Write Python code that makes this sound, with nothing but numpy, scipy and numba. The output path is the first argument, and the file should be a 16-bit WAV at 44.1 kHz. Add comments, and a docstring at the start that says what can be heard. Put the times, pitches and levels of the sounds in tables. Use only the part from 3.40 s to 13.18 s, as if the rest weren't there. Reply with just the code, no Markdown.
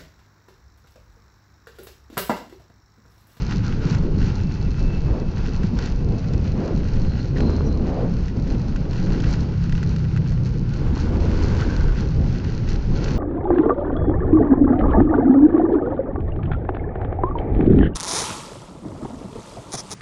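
"""On a road in heavy rain, aboard a small motorcycle: the microphone sits in a camera on the rider.
Closest is wind on the microphone port, filtered noise in eddy sizes with thumps and whooshes, up to overload.
Rain is hiss and drops ringing the camera case and fairing; wet plastic squeaks in short noise tones.
Below, the single-cylinder engine drones as sines and ribs in the road hum and knock.
Vehicles alongside roar as band-passed noise; air whistles in gaps as wavering tones with breath."""
import sys
import numpy as np
from scipy import signal
from scipy.fft import rfft, irfft, next_fast_len
from scipy.io import wavfile
from scipy.ndimage import uniform_filter1d
from numba import njit

SR = 44100
rng = np.random.default_rng(int(sys.argv[2]) if len(sys.argv) > 2 else 0)


def transcribe(u):
    """Save the signal u as a 16-bit wav file named by the first command-line argument.

    u: samples, shape (n,) or (channels, n), limited to [-1, 1]; the rate is SR.
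    q: integer samples, one column per channel.
    """
    v = np.clip(np.atleast_2d(u).T, -1, 1)
    q = np.round(v * 32767).astype(np.int16)
    wavfile.write(sys.argv[1], SR, q)


N = 431298  # samples


def undb(db):
    """Turn dB into gain."""
    return 10 ** (np.asarray(db) / 20)


def unit(x):
    """Scale to rms 1."""
    return x / np.sqrt(np.mean(x ** 2))


def curves(table):
    """Columns of a table at every sample; the last, in dB, falls silent outside the table's span."""
    times, *columns = np.transpose(table)
    t = np.arange(N) / SR
    out = [np.interp(t, times, column) for column in columns]
    outside = np.maximum(times[0] - t, 0) + np.maximum(t - times[-1], 0)
    out[-1] = out[-1] - 400 * outside  # dB per second
    return out


@njit
def moving_band(x, hz, width):
    """State-variable band-pass with a moving centre, gain 1 there."""
    y, band_state, low_state = np.empty(len(x)), 0., 0.
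    for i in range(len(x)):
        g, damping = 3.14159265 * hz[i] / SR, width / hz[i]
        g = g + g ** 3 / 3  # approximates tan(g)
        v = (band_state + g * (x[i] - low_state)) / (1 + g * (g + damping))
        band_state = 2 * v - band_state
        low_state = low_state + 2 * g * v
        y[i] = damping * v
    return y


def band(x, hz, width):
    """Band-pass with a fixed centre."""
    return moving_band(x, np.full(N, 1. * hz), 1. * width)


def narrow_noise(hz, width):
    """Noise through two equal band-passes that follow a moving centre."""
    once = moving_band(rng.standard_normal(len(hz)), hz, 1. * width)
    return moving_band(once, hz, 1. * width)


def walk(rate):
    """Random levels, about rate a second, joined smoothly; spread near 1."""
    levels = rng.standard_normal(int(N / SR * rate) + 3)
    points = uniform_filter1d(np.repeat(levels, 4), 4)
    return 1.25 * np.interp(np.arange(N) * 4 * rate / SR, np.arange(len(points)), points)


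def log_bins(size):
    """Log frequency of each bin of a real transform."""
    return np.log(np.arange(size // 2 + 1) * SR / size + 1e-3)


def colour(x, points):
    """Shape a signal by a (frequency, level) spectrum, steeply closed outside it."""
    hz, db = np.transpose(points)
    size = next_fast_len(N)
    gain_db = np.interp(log_bins(size), np.log(hz), db, left=-90, right=-90)
    return irfft(rfft(x, size) * undb(gain_db), size)[:N]


def ring(hits, modes):
    """Short rings at a set of modes, alternating in sign."""
    return sum((-1) ** k * undb(db) * band(hits, hz, width) for k, (hz, width, db) in enumerate(modes))


def arch_over(length_s):
    """Half a sine that rises and falls over a length in seconds."""
    return np.sin(np.linspace(0, np.pi, int(length_s * SR)))


# Irregular drift of the wind at the port; only the swings about each mean are used:
# (time [s], buffet level [dB], rumble level [dB], fine-eddy level [dB])
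WIND_LEVELS = [(0, -24.5, -25.5, -41), (.45, -25.5, -26, -34.5), (.8, -25, -23, -39.5),
               (1.2, -25.5, -23, -39), (1.7, -21.5, -27, -37), (2.45, -19, -28, -35),
               (2.8, -26, -24.5, -34), (3.5, -24.5, -20, -38), (3.96, -26, -23, -37.5),
               (4.02, -23.5, -26, -28), (4.3, -29, -25, -32), (4.75, -27.5, -24, -38.5),
               (5.1, -22.5, -24, -38), (5.8, -24, -24, -32), (6.15, -29.5, -24, -39.5),
               (7.3, -26, -23, -40.5), (7.76, -21, -26, -29), (8.45, -21.5, -23.5, -37),
               (8.9, -26, -18.5, -38), (9.4, -20, -27.5, -36), (9.78, -21, -18, -31.5)]
# Spectrum of the wind: (frequency [Hz], relative level [dB per Hz])
WIND_SPECTRUM = [(11, -34.5), (18, 2.5), (43, -1), (75, -3.5), (163, -6), (503, -24), (624, -32),
                 (846, -35.5), (1170, -41), (1690, -76)]
# How far each eddy size follows those levels: (frequency [Hz], buffet share, rumble share, fine-eddy share)
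EDDY_SHARES = [(22, 0.92, 0.23, 0.14), (45, 0.94, 0.013, 0.34), (80.6, 0.52, 0.87, 0.03),
               (133, 0.21, 0.92, 0.067), (220, 0.011, 0.31, 0.48), (402, 0.043, 0.32, 0.96),
               (620, 0.017, 0.48, 1.2), (910, 0.5, 0, 0.87), (1300, 0.07, 0, 0.94)]
FLICKER_DB, FINE_FLICKER_DB, FINE_FROM_HZ = 2.5, 1.56, 500  # small eddies flicker less


def wind():
    """Eddies pass the port in lumps, each size flickering alone; levels drift, fine eddies also rise in gusts."""
    levels = np.array(curves(WIND_LEVELS))
    swing = levels - levels.mean(axis=1, keepdims=True)
    size = next_fast_len(N)
    air = rfft(colour(rng.standard_normal(N), WIND_SPECTRUM), size)
    lumps = walk(13)  # shared by all sizes
    hz, *follow = np.transpose(EDDY_SHARES)
    flicker_db = np.where(hz < FINE_FROM_HZ, FLICKER_DB, FINE_FLICKER_DB)
    out = 0
    for own, share, db in zip(np.eye(len(hz)), np.transpose(follow), flicker_db):
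        # neighbouring sizes overlap and sum to the whole
        eddy = irfft(air * np.interp(log_bins(size), np.log(hz), own), size)[:N]
        out = out + eddy * undb(share @ swing + 1.27 * lumps + db * walk(16))
    return unit(out) * undb(-19.5)


# Sharp buffets that thump the port: (time [s], envelope peak [dB], pitch [Hz])
PORT_THUMPS = [(0.385, -16, 108), (0.454, -10.5, 143), (0.515, -10.5, 141), (0.554, -12.5, 114),
               (0.737, -18.5, 151), (2.241, -9.5, 180), (3.179, -15, 194), (4.973, -15, 108),
               (5.592, -15, 167)]
THUMP_RISE_S, THUMP_FALL_S = 0.0024, 0.0097  # time constants


def thumps():
    """A few cycles of low pressure swing, quick to come and to go."""
    out = np.zeros(N)
    t = np.arange(3000) / SR
    shape = (1 - np.exp(-t / THUMP_RISE_S)) * np.exp(-t / THUMP_FALL_S)
    for s, db, hz in PORT_THUMPS:
        at = int(s * SR)
        out[at:at + 3000] -= undb(db) * shape / shape.max() * np.sin(2 * np.pi * hz * t)
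    return out


# Gusts that rise and fall in pitch; the centre moves from 0.3 to 0.63 of the pitch scale and back:
# (time [s], length [s], pitch scale [Hz], level before the swell [dB])
GUST_WHOOSHES = [(1.632, 0.24, 597, -31.5), (3.118, 0.25, 580, -28), (4.42, 0.31, 770, -29.5)]


def whooshes():
    """A band of fine eddies that climbs as the gust peaks."""
    out = np.zeros(N)
    for s, length, scale_hz, db in GUST_WHOOSHES:
        arch = arch_over(length)
        air = narrow_noise(scale_hz * (0.3 + 0.33 * arch), 320)
        swell = np.minimum(1.53 * arch, 1)
        at = int(s * SR)
        out[at:at + len(air)] += unit(air) * swell * undb(db)
    return out


# Spectrum of the rain hiss: (frequency [Hz], relative level [dB per Hz])
RAIN_SPECTRUM = [(410, -33.5), (838, 1), (1170, -7.5), (1380, 0), (1810, -8), (2620, -8), (3510, -14.5),
                 (4330, -9.5), (6460, -16.5), (7660, -31), (9960, -65)]
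# Modes of the camera case, low to high: (frequency [Hz], width [Hz], relative level [dB])
CASE_MODES = [(1514, 220, 0.5), (1950, 70, 1), (2620, 490, -6), (4250, 320, 9), (6040, 1290, 1.5)]
# Big drops on the case, before its ringing: (time [s], relative peak [dB], treble relative to it [dB])
BIG_DROPS = [(0.11, -24, -10), (0.548, -21.5, -10), (2.233, -26, -8), (2.389, -19, -13), (2.4586, -26, -2),
             (2.473, -24, -14), (2.9348, -29, -3), (4.005, -19, -12), (4.1021, -35, 0), (4.882, -27, -9),
             (5.36, -23, -14), (5.5316, -23.5, -11), (5.802, -20, -11), (5.906, -32, -1), (6.295, -26, -13),
             (6.3237, -19, -15), (6.352, -24, -20), (6.378, -23, -19), (6.4289, -19.5, -14),
             (6.5624, -25, -9), (6.763, -19.5, -24), (6.773, -19.5, -24), (6.92, -28, -12),
             (7.336, -29, -9), (7.563, -27, -22), (9.2883, -27.5, -2.5), (9.642, -25, 1.5)]


def patter(per_s, spread_db):
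    """Drops at random moments, some larger than the rest, pushing either way."""
    chance = rng.random((N, 3))
    excess = np.minimum(-np.log(1 - chance[:, 1]), 4)
    sign = np.sign(chance[:, 2] - .5)
    return (chance[:, 0] < per_s / SR) * undb(spread_db * excess) * sign


def big_drops():
    """Each big drop thuds on the low case modes and ticks in the treble."""
    thud, tick = np.zeros(N), np.zeros(N)
    after = np.arange(400) / SR
    splash = rng.standard_normal((len(BIG_DROPS), 400)) * np.exp(-after / .004)
    push = np.sin(np.pi * np.clip(after / 0.00024, 0, 1))  # a drop flattens in a fraction of a millisecond
    for (s, peak_db, treble_db), burst in zip(BIG_DROPS, splash):
        at = int(s * SR)
        thud[at:at + 400] += undb(peak_db) * (.7 * push + .3 * burst)
        tick[at:at + 400] += undb(peak_db + treble_db) * (np.exp(-after / .00003) + 0.46 * burst)
    return undb(10.5) * ring(thud, CASE_MODES[:3]) + undb(9.5) * band(tick, 4300, 2700)


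def rain():
    """Road spray hisses steadily; rain hiss and patter on the case come in flurries, with big drops on top."""
    db = sheets()
    flurry = walk(22)
    hiss = unit(colour(rng.standard_normal(N), RAIN_SPECTRUM))
    hiss = hiss * (undb(-61.0) + undb(db - 2.5 + 1.5 * flurry))  # steady spray, then varying rain
    # heavy drops reach the low modes, small ones only the high
    heavy = ring(patter(300 * undb(4.4 * flurry), spread_db=5.5), CASE_MODES[:3])
    small = ring(patter(500 * undb(5.1 * flurry), spread_db=6.5), CASE_MODES[2:])
    drops = unit(heavy) * undb(-7.5) + unit(small) * undb(-8.5)
    return hiss + drops * undb(db) + big_drops()


# Slowly changing rain, the reference for hiss and patter: (time [s], reference level [dB])
RAIN_LEVEL = [(0, -41), (.55, -52), (.66, -48.5), (1.3, -46.5), (2.6, -49), (3.2, -46), (4.8, -49),
              (6.4, -44.5), (7.3, -49), (8.8, -47.5), (9.1, -43), (9.78, -44)]
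# Sheets of rain blown against the camera: (time [s], length [s], reference level [dB])
RAIN_SHEETS = [(0.081, 0.043, -36.5), (0.226, 0.11, -40), (0.405, 0.15, -41), (0.784, 0.2, -44),
               (1.949, 0.11, -44), (2.125, 0.14, -45.5), (2.355, 0.12, -40), (3.96, 0.26, -45),
               (5.558, 0.43, -46.5), (5.819, 0.12, -40), (7.544, 0.059, -43.5), (7.793, 0.63, -40.5),
               (8.56, 0.075, -42), (9.611, 0.074, -39)]
SHEET_RISE_S, SHEET_FALL_S = 0.017, 0.046


def sheets():
    """Level in dB of the slowly changing rain with the sheets added: quick rise, hold, fading fall."""
    t = np.arange(N) / SR
    power = undb(2 * curves(RAIN_LEVEL)[0])
    for s, length, db in RAIN_SHEETS:
        rise = np.clip((t - s) / SHEET_RISE_S, 0, 1)
        fall = np.exp(-np.maximum(t - s - length, 0) / SHEET_FALL_S)
        power = power + (undb(db) * rise * fall) ** 2
    return 10 * np.log10(power)


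# Short squeaks of wet plastic: (time [s], pitch [Hz], level before the arch [dB], length [s])
PLASTIC_SQUEAKS = [(0.256, 1400, -40, 0.044), (3.954, 1900, -39, 0.029), (4.239, 5800, -50, 0.066),
                   (8.187, 1510, -33, 0.056)]


def squeaks():
    """Wet plastic rubs in brief breathy tones: narrow noise under an arch."""
    out = np.zeros(N)
    for s, hz, db, length in PLASTIC_SQUEAKS:
        arch = arch_over(length)
        rub = moving_band(rng.standard_normal(8000), np.full(8000, 1. * hz), min(.07 * hz, 200.))
        rub = rub[-len(arch):]  # the filter has settled by then
        at = int(s * SR)
        out[at:at + len(arch)] += undb(db) * arch * unit(rub)
    return out


# Engine below the rider, cruising and then rolling off the throttle:
# (time [s], firing rate [Hz], level [dB])
ENGINE_RUN = [(0, 37.2, -35), (2.9, 35.7, -31), (5.3, 35.1, -31), (5.83, 36.2, -25), (6.05, 34, -24),
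              (6.94, 30.8, -21), (7.35, 29.4, -28), (7.7, 28.5, -40)]
# Exhaust tones: (multiple of the firing rate, relative level [dB])
EXHAUST_TONES = [(2, -4), (3, -2), (4, 0), (5, 0), (6, -13)]


def engine():
    """Steady firings through the exhaust give clean low multiples."""
    hz, db = curves(ENGINE_RUN)
    turn = 2 * np.pi * np.cumsum(hz * (1 + .002 * walk(10))) / SR
    tones = sum(undb(g + 1.4 * walk(2.1)) * np.sin(k * turn + k * k) for k, g in EXHAUST_TONES)
    return unit(tones) * undb(db)


# Tyres over two stretches of ribs in the road; the knock is capped at the thump setting:
# (time [s], rib rate [Hz], knock setting [dB], thump setting [dB])
RIB_STRETCHES = [
    [(3.99, 81, -38, -41), (4.03, 81.7, -29, -27), (4.09, 81, -32, -16.5), (4.2, 80, -34, -20),
     (4.36, 71, -43, -19), (4.45, 70, -49, -28)],
    [(7.45, 77.9, -41.5, -24), (7.8, 80.33, -37, -24), (8.2, 82.87, -34.5, -22), (8.6, 86.8, -51.5, -28.5),
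     (9.2, 88.5, -43, -40)],
]
# Panels that a rib knocks on: (frequency [Hz], width [Hz], relative level [dB])
PANEL_MODES = [(367, 250, 6), (950, 800, -3.5)]


def ribs():
    """Each rib thumps the frame and gives the panels a short sharp knock."""
    out = 0
    for table in RIB_STRETCHES:
        hz, knock_db, db = curves(table)
        turn = np.cumsum(hz * (1 + .011 * walk(30))) / SR  # ribs passed
        thump = np.sin(2 * np.pi * turn) + 0.28 * np.sin(np.pi * turn) + 0.13 * np.sin(3 * np.pi * turn)
        decay = np.exp(-(turn % 1) / .03)  # starts afresh at each rib
        blow = decay * undb(3.5 * walk(80)) * (1 + rng.standard_normal(N))
        knock = sum(undb(g) * band(band(blow, f, w), f, w) for f, w, g in PANEL_MODES)
        out = out + undb(db) * thump - unit(knock) * undb(np.minimum(knock_db, db))
    return out


# Wet tyres of vehicles alongside, two passages; both levels waver:
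# (time [s], ringing gap level [dB], roar level [dB])
CAR_PASSAGES = [
    [(.25, -60, -54), (.5, -46, -43), (.65, -57, -49.5)],
    [(7.3, -54, -60), (7.45, -52, -46), (7.9, -50.5, -44.5), (8.15, -45, -42), (8.33, -41, -43.5),
     (8.48, -44.5, -47), (8.6, -58, -45.5), (8.7, -60, -60)],
]
# Bands of the tyre roar: (frequency [Hz], width [Hz], relative level [dB])
ROAR_BANDS = [(880, 200, -1.5), (1140, 1320, -8.5)]
CAR_GAP_HZ, CAR_GAP_WIDTH_HZ = 1490, 200


def cars():
    """Tyres roar, and the gap between the vehicles rings at a wavering note."""
    out = 0
    for table in CAR_PASSAGES:
        gap_db = curves([row[:2] for row in table])[0]  # alone, so it also falls silent outside
        roar_db = curves(table)[1]
        note = narrow_noise(CAR_GAP_HZ * (1 + 0.025 * walk(9)), CAR_GAP_WIDTH_HZ)
        roar = ring(rng.standard_normal(N), ROAR_BANDS)
        out = out + unit(roar) * undb(roar_db + 1.6 * walk(26))
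        out = out + unit(note) * undb(gap_db + 1.5 * walk(26))
    return out


# Air whistling in two gaps, a thin whine that sags and a broader whistle; pitch and level waver:
# (time [s], pitch [Hz], level [dB])
GAP_WHISTLES = [
    [(.7, 2830, -66), (.84, 2770, -57), (.98, 2670, -62), (1.3, 2640, -55), (1.56, 2625, -50),
     (1.62, 2615, -60), (1.78, 2600, -54), (1.95, 2600, -62), (2.45, 2640, -61), (2.85, 2605, -58),
     (3.2, 2530, -63)],
    [(3.62, 4230, -58), (3.7, 4180, -53), (3.83, 4230, -52), (3.89, 4210, -62), (3.98, 4220, -49),
     (4.12, 4130, -48), (4.22, 4250, -57), (4.28, 4080, -53), (4.4, 4250, -60)],
]
# One row for each gap: (breath width [Hz], flutter [dB])
GAP_BREATHS = [(60, 1), (260, 2)]
WHISTLE_WAVER = 0.004  # share of the pitch


def whistles():
    """Air in gaps sounds narrow tones, part steady and part breath, that waver and flutter."""
    out = 0
    for table, (width, flutter_db) in zip(GAP_WHISTLES, GAP_BREATHS):
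        hz, db = curves(table)
        pitch = hz * (1 + WHISTLE_WAVER * walk(7.4))
        breath = narrow_noise(pitch, width)
        tone = np.sin(2 * np.pi * np.cumsum(pitch) / SR)
        mix = unit(breath) + 75 / width * tone  # a narrower gap sounds purer
        out = out + unit(mix) * undb(db + flutter_db * walk(30))
    return out


def scene():
    """All sources at one microphone."""
    at_port = wind() + thumps() + whooshes()
    on_case = rain() + squeaks()
    return (at_port + on_case + engine() + ribs() + cars() + whistles())[None]


FULL_SCALE, KNEE = .362, 8.0  # overload ceiling, sharpness of its bend
TOP_HZ = 7600


def record(dry):
    """The input rounds into overload, which also wipes the fine sound at the peaks; then the top is cut."""
    clipped = dry / (1 + np.abs(dry / FULL_SCALE) ** KNEE) ** (1 / KNEE)
    soft = signal.sosfilt(signal.butter(4, 7000, fs=SR, output="sos"), clipped)
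    return signal.sosfilt(signal.ellip(8, .2, 60, TOP_HZ, fs=SR, output="sos"), soft)


dry = scene()
out = record(dry)
transcribe(out)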